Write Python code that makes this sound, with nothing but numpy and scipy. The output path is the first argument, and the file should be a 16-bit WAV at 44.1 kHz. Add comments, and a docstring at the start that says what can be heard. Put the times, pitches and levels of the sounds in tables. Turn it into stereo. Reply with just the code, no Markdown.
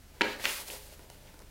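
"""A folded paper leaflet is handled over a desk, close to a small stereo microphone in a bare room.
The buckling sheet snaps and taps: a short ring, a rattle, a treble crack and a knock of sheet and desk.
Between snaps it slides hissing through the fingers, crinkles and flexes, all as dense tiny clicks.
The room rings on over a faint hiss and a wavering low hum."""
import sys
import numpy as np
from scipy import signal
from scipy.fft import rfft, irfft, next_fast_len
from scipy.io import wavfile
from scipy.ndimage import uniform_filter1d

SR = 44100
rng = np.random.default_rng(int(sys.argv[2]) if len(sys.argv) > 2 else 0)


def unload_wav(signal):
    """Save mono or channel-first audio to the path in sys.argv[1] as 16-bit WAV at rate SR, clipped to [-1, 1]."""
    wavfile.write(
        sys.argv[1],
        SR,
        np.round(np.clip(np.atleast_2d(signal).T, -1, 1) * 32767).astype(np.int16),
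    )


N = 66150

# Stereo width of paper and room: freq_hz, side_gain_db
WIDTH = [(60, -26), (200, -15), (700, -9), (2400, -6), (4400, -1.5), (8000, -7), (11000, -10), (15000, -11)]


def undb(db):
    """Decibels to amplitude."""
    return 10 ** (np.asarray(db) / 20)


def over_hz(table, hz):
    """Interpolate (freq_hz, value) rows on a log frequency axis."""
    table = np.array(table, float)
    return np.interp(np.log(hz + 1), np.log(table[:, 0]), table[:, 1])


def colour(x, table):
    """Filter by (freq_hz, gain_db) rows."""
    size = next_fast_len(x.shape[-1])
    gain = undb(over_hz(table, np.fft.rfftfreq(size, 1 / SR)))
    return irfft(rfft(x, size) * gain, size)[..., :x.shape[-1]]


def unit(x):
    """Scale to rms 1."""
    return x / np.sqrt(np.mean(x ** 2))


def stereo(mid, side, width):
    """Left and right from mid and a filtered, unrelated side."""
    side = colour(side, width)
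    return np.array([mid + side, mid - side])


def ring(modes, t):
    """Sum of decaying sines."""
    return sum(undb(db - 60 * t / t60_s) * np.sin(2 * np.pi * hz * t) for hz, db, t60_s in modes)


def wobble(rate_hz):
    """Smoothed random steps, spread near 1."""
    hold = int(SR / rate_hz)
    steps = rng.standard_normal(N)[np.arange(N) // hold]
    return 1.3 * uniform_filter1d(uniform_filter1d(steps, hold), hold)


def hiss():
    """Faint steady noise, strongest in the bass."""
    # Noise floor: freq_hz, gain_db
    spectrum = [(12, -54), (20, -5), (59, -21.5), (93, -15.5), (126, -12.5), (154, -15.5), (262, -20.5),
                (497, -27.5), (1180, -31), (1400, -29.5), (15900, -38)]
    # Its stereo width: freq_hz, side_gain_db
    width = [(60, -15), (110, -10.5), (200, -8.5), (380, 3), (700, 5.5), (1290, 3.5), (2380, 1), (4400, -1),
             (8120, 0.5), (15000, -28)]
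    mid, side = colour(rng.standard_normal((2, N)), spectrum)
    return stereo(mid, side, width) * undb(-60) / np.std(np.diff(mid))


def hum(waver_hz=8.7):
    """Three low tones wavering in level and phase."""
    # Hum tones: pitch_hz, rms_db
    tones = [(26.9, -60.5), (48.4, -60.5), (75.4, -61.5)]
    t = np.arange(N) / SR
    out = 0
    for hz, db in tones:
        waver = wobble(waver_hz) + 1j * wobble(waver_hz)
        out += undb(db) * unit(np.real((4.3 + waver) * np.exp(2j * np.pi * hz * t)))
    return out


def room(feed, delay_s=0.0025, build_s=0.012, modes_db=-5.5):
    """Dense reflections fading band by band, plus a few standing modes."""
    # Reverberation time: freq_hz, t60_s
    decay = [(150, 0.69), (400, 0.3), (1040, 0.58), (2760, 0.39), (7280, 0.61)]
    # Reflection spectrum: freq_hz, gain_db
    spectrum = [(150, -1.5), (250, -2.5), (450, 4), (1000, -1.5), (1600, -1.5), (2400, -0.5), (3300, -0.5),
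                (4200, -1.5), (6500, -4), (10000, -4), (14000, -6)]
    # Standing modes: freq_hz, level_db, t60_s
    modes = [(120, -3, 0.46), (227.9, -13.5, 0.37), (417.4, -1, 0.33), (522.7, -17, 0.53), (600, -16, 0.29),
             (761, -14, 0.42), (900, -3.5, 0.14), (1002, -12.5, 0.35)]
    t = np.arange(SR) / SR
    noise, tail = rng.standard_normal((2, SR)), 0
    for hz in 100 * 2 ** np.arange(0, 7.5, .5):  # half-octave bands
        band = signal.butter(2, [hz / 2 ** .25, hz * 2 ** .25], "band", fs=SR, output="sos")
        fade = undb(over_hz(spectrum, hz) - 60 * t / over_hz(decay, hz))
        tail += signal.sosfilt(band, noise) * fade
    mid, side = tail / np.sqrt(np.sum(tail[0] ** 2))
    standing = ring(modes, t)
    mid += undb(modes_db) * standing / np.sqrt(np.sum(standing ** 2))
    onset = 1 - np.exp(-np.maximum(t - delay_s, 0) / build_s)
    return signal.fftconvolve(stereo(mid, side, WIDTH) * onset, feed[None], axes=1)[:, :N]


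def grains(spectrum, level_db, rate_hz, spread_db, tail_s=0.0086, flicker_db=1.24):
    """Dense uneven clicks with short noisy tails, coloured by the paper; the level flickers."""
    hits = rng.random(N) < rate_hz / SR
    size_db = spread_db * np.minimum(rng.exponential(size=N), 3)
    power = signal.lfilter([1], [1, -np.exp(-1 / (tail_s * SR))], hits * undb(size_db) ** 2)
    mid, side = colour(np.sqrt(power) * rng.standard_normal((2, N)), spectrum)
    gain = undb(level_db + flicker_db * wobble(rate_hz=40.46))
    return stereo(mid, side, WIDTH) / np.std(mid) * gain


def rustle():
    """Fingers slide over the sheet, which crinkles and flexes."""
    # Handling levels: time_s, slide_db, crinkle_db, flex_db
    handling = [(0.097, -120, -93, -74), (.15, -71, -66, -63.5), (.205, -84, -60.5, -61),
                (.24, -73, -60, -42.5), (.29, -80, -51.5, -46), (0.329, -73, -44, -58),
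                (0.386, -61, -62, -52), (0.401, -54.5, -44.5, -45), (0.44, -42.5, -43.5, -65),
                (0.439, -53, -31.5, -40), (0.489, -41.5, -34.5, -48), (0.548, -42, -42.5, -59.5),
                (0.609, -44, -48, -46.5), (0.649, -57, -56, -66), (0.685, -41, -50.5, -54),
                (0.7, -52, -49, -47.5), (0.708, -41.5, -49.5, -54.5), (.765, -49, -51.5, -50),
                (0.791, -52.5, -56.5, -71), (.87, -57, -60.5, -59), (.934, -55.5, -59, -59),
                (0.961, -67, -68, -69), (1.025, -60, -61.5, -60), (1.085, -70, -71.5, -64),
                (1.12, -62, -72, -71), (1.2, -68, -66.5, -63.5), (1.301, -71, -61, -62.5),
                (1.37, -71, -72, -66.5), (1.42, -90, -83, -55), (1.461, -86, -107, -81),
                (1.5, -105, -90, -81)]
    # Sliding hiss: freq_hz, gain_db
    slide = [(1500, -27), (2500, -8), (4000, 0), (6000, -2.5), (8000, -1), (11000, 0.5), (14000, -3.5),
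             (16000, -5.5)]
    # Crinkle: freq_hz, gain_db
    crinkle = [(150, -35), (500, -14.5), (1100, -7), (1800, 0), (2600, 0.5), (3800, -5), (5500, -7),
               (9000, -15.5)]
    # Flexing rumble: freq_hz, gain_db
    flex = [(70, -35), (140, -9), (250, -5), (410, -0.5), (470, -1.5), (580, 4.5), (750, -6.5), (900, -1),
            (1080, -10), (1500, -17.5), (3000, -26)]
    t = np.arange(N) / SR
    time_s, *levels_db = np.array(handling, float).T
    slide_db, crinkle_db, flex_db = (np.interp(t, time_s, db, left=-120) for db in levels_db)
    return (grains(slide, slide_db, rate_hz=22000, spread_db=14)
            + grains(crinkle, crinkle_db, rate_hz=18000, spread_db=-16)
            + grains(flex, flex_db, rate_hz=3600, spread_db=1))


def sheet_ring(t, pitch_hz, ring_cycles, sag_cycles=0.32, sag_share=0.42, rise_cycles=0.29):
    """The snapped sheet rings a few cycles, starting sharp and sagging to its pitch."""
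    cycles = pitch_hz * t
    phase = cycles - sag_share * sag_cycles * np.expm1(-cycles / sag_cycles)
    envelope = np.exp(-(cycles / ring_cycles) ** 2) * (1 - np.exp(-cycles / rise_cycles))
    return np.sin(2 * np.pi * phase) * envelope


def snaps(crack_s=0.001, crack_band_hz=(3860, 12300), rattle_s=0.002, rattle_rise_s=0.0001):
    """The buckling sheet rings, rattles, cracks and knocks. Returns left, right, room feed."""
    # Snaps: start_s, level_db, pitch_hz, ring_cycles, knock_db, rattle_db, crack_db, pan_db
    # Knock, rattle and crack are relative to level_db; pan is left minus right.
    events = [(0.2097, -13.5, 1604, 3.1, 0, -1, -22, -2.5),
              (0.21105, -16.5, 1840, 0.94, -7.5, -8, -23, 5.5),
              (.2149, -13, 2380, 2.9, -4, -1.5, -47.5, -3), (0.21835, -5.5, 2544, 1.7, -13.5, -3, -47, 0.5),
              (0.2402, -26, 1600, 1.2, 0.5, -16, -41, 10), (0.3971, -34.5, 1970, 4.5, -33, -5, -25, -3),
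              (0.401, -52, 2300, 2.2, -32, -14, -22, 0), (.45448, -4.5, 2970, 1.07, -25, -10, -24.5, 3),
              (.45512, -14.5, 2467, 3.34, -46, -5.5, -34, -8), (0.4575, -25, 1560, 2.74, -32, -3, -28, -16),
              (0.4657, -28.5, 2840, 3, -6.5, -21, -41, -12), (.635, -47, 810, 1.4, -4, -2, -18, 4),
              (0.6852, -44, 690, 3.4, -5, 6, 2, -3), (0.7017, -27.5, 2600, 2.05, -10.5, -19, -30, -3),
              (.735, -44, 523, 4.4, -6, -12, -27, -2), (.748, -45, 610, 1.8, -13, -6, -30, 0),
              (.760, -47, 879, 6.9, -7, -12, -30, -1), (.926, -53, 625, 4, 1, -16, -30, -2),
              (0.9933, -45.5, 2010, 2.1, 3, -12, -5, 1.5), (1.1003, -41.5, 4400, 1.8, -8, -4, -1, -6),
              (1.1012, -40, 615, 1.45, -6.5, -1.5, -17, -3), (1.145, -47, 4020, 1.4, -6, -7.5, -10, 3.5),
              (1.342, -52, 2430, 1.7, 8.5, -18, 3, 0), (1.3921, -46, 4800, 1.1, -8, -3, -1.5, 10.5),
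              (1.4029, -50, 5000, 1.9, -1, -14, -1, -8), (1.417, -50, 5000, 1.4, -9, -6, -4, 6),
              (1.421, -48.5, 1770, 1.6, -7, -4, -6.5, 20)]
    # Broad resonances of sheet and desk top: freq_hz, level_db, t60_s
    knock_modes = [(214, -11, 0.045), (319, -1.5, 0.054), (398.6, -2.5, 0.042), (482, -4.5, 0.059),
                   (942, -2, 0.049), (1439, 1, 0.027)]
    # Sheet rattle: freq_hz, gain_db
    rattle_spectrum = [(300, -0.5), (900, -10.5), (1700, -2), (2600, 1), (3800, -5.5), (5500, -15),
                       (8000, -22), (13000, -65)]
    length, low_cut_hz = 4096, 246
    out, t = np.zeros((3, N + length)), np.arange(length) / SR
    knock = ring(knock_modes, t)
    knock /= np.abs(knock).max()
    crack_band = signal.butter(2, crack_band_hz, "band", fs=SR, output="sos")
    crack_env = np.exp(-t / crack_s)
    rattle_env = np.exp(-t / rattle_s) - np.exp(-t / rattle_rise_s)
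    for start_s, level_db, pitch_hz, ring_cycles, knock_db, rattle_db, crack_db, pan_db in events:
        noise = rng.standard_normal((3, length))
        tone = sheet_ring(t, pitch_hz, ring_cycles)
        crack = unit(signal.sosfilt(crack_band, noise[0]) * crack_env) * np.std(crack_env)
        rattle = stereo(*colour(noise[1:], rattle_spectrum), WIDTH) * rattle_env
        rattle = undb(rattle_db) * unit(rattle) * np.std(rattle_env) / 2
        impact = undb(crack_db) * crack - undb(knock_db) * knock
        direct = undb([[pan_db / 2], [-pan_db / 2]]) * (impact + rattle - tone)
        room_feed = impact + undb(6) * rattle.mean(0) - undb(-0.5) * tone
        i = int(start_s * SR)
        out[:, i:i + length] += undb(level_db) * np.vstack([direct, room_feed])
    return signal.sosfilt(signal.butter(4, low_cut_hz, "high", fs=SR, output="sos"), out[:, :N])


def scene():
    """Close paper and its reverberation over hiss and hum."""
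    hits, paper = snaps(), rustle()
    room_feed = undb(-5.5) * hits[2] + undb(-12) * paper.mean(0)
    return hits[:2] + paper + room(room_feed) + hiss() + hum()


def record(dry):
    """Steep low-pass."""
    cutoff_hz = 15880
    return signal.sosfilt(signal.ellip(12, .2, 80, cutoff_hz, fs=SR, output="sos"), dry)


dry = scene()
out = record(dry)
unload_wav(out)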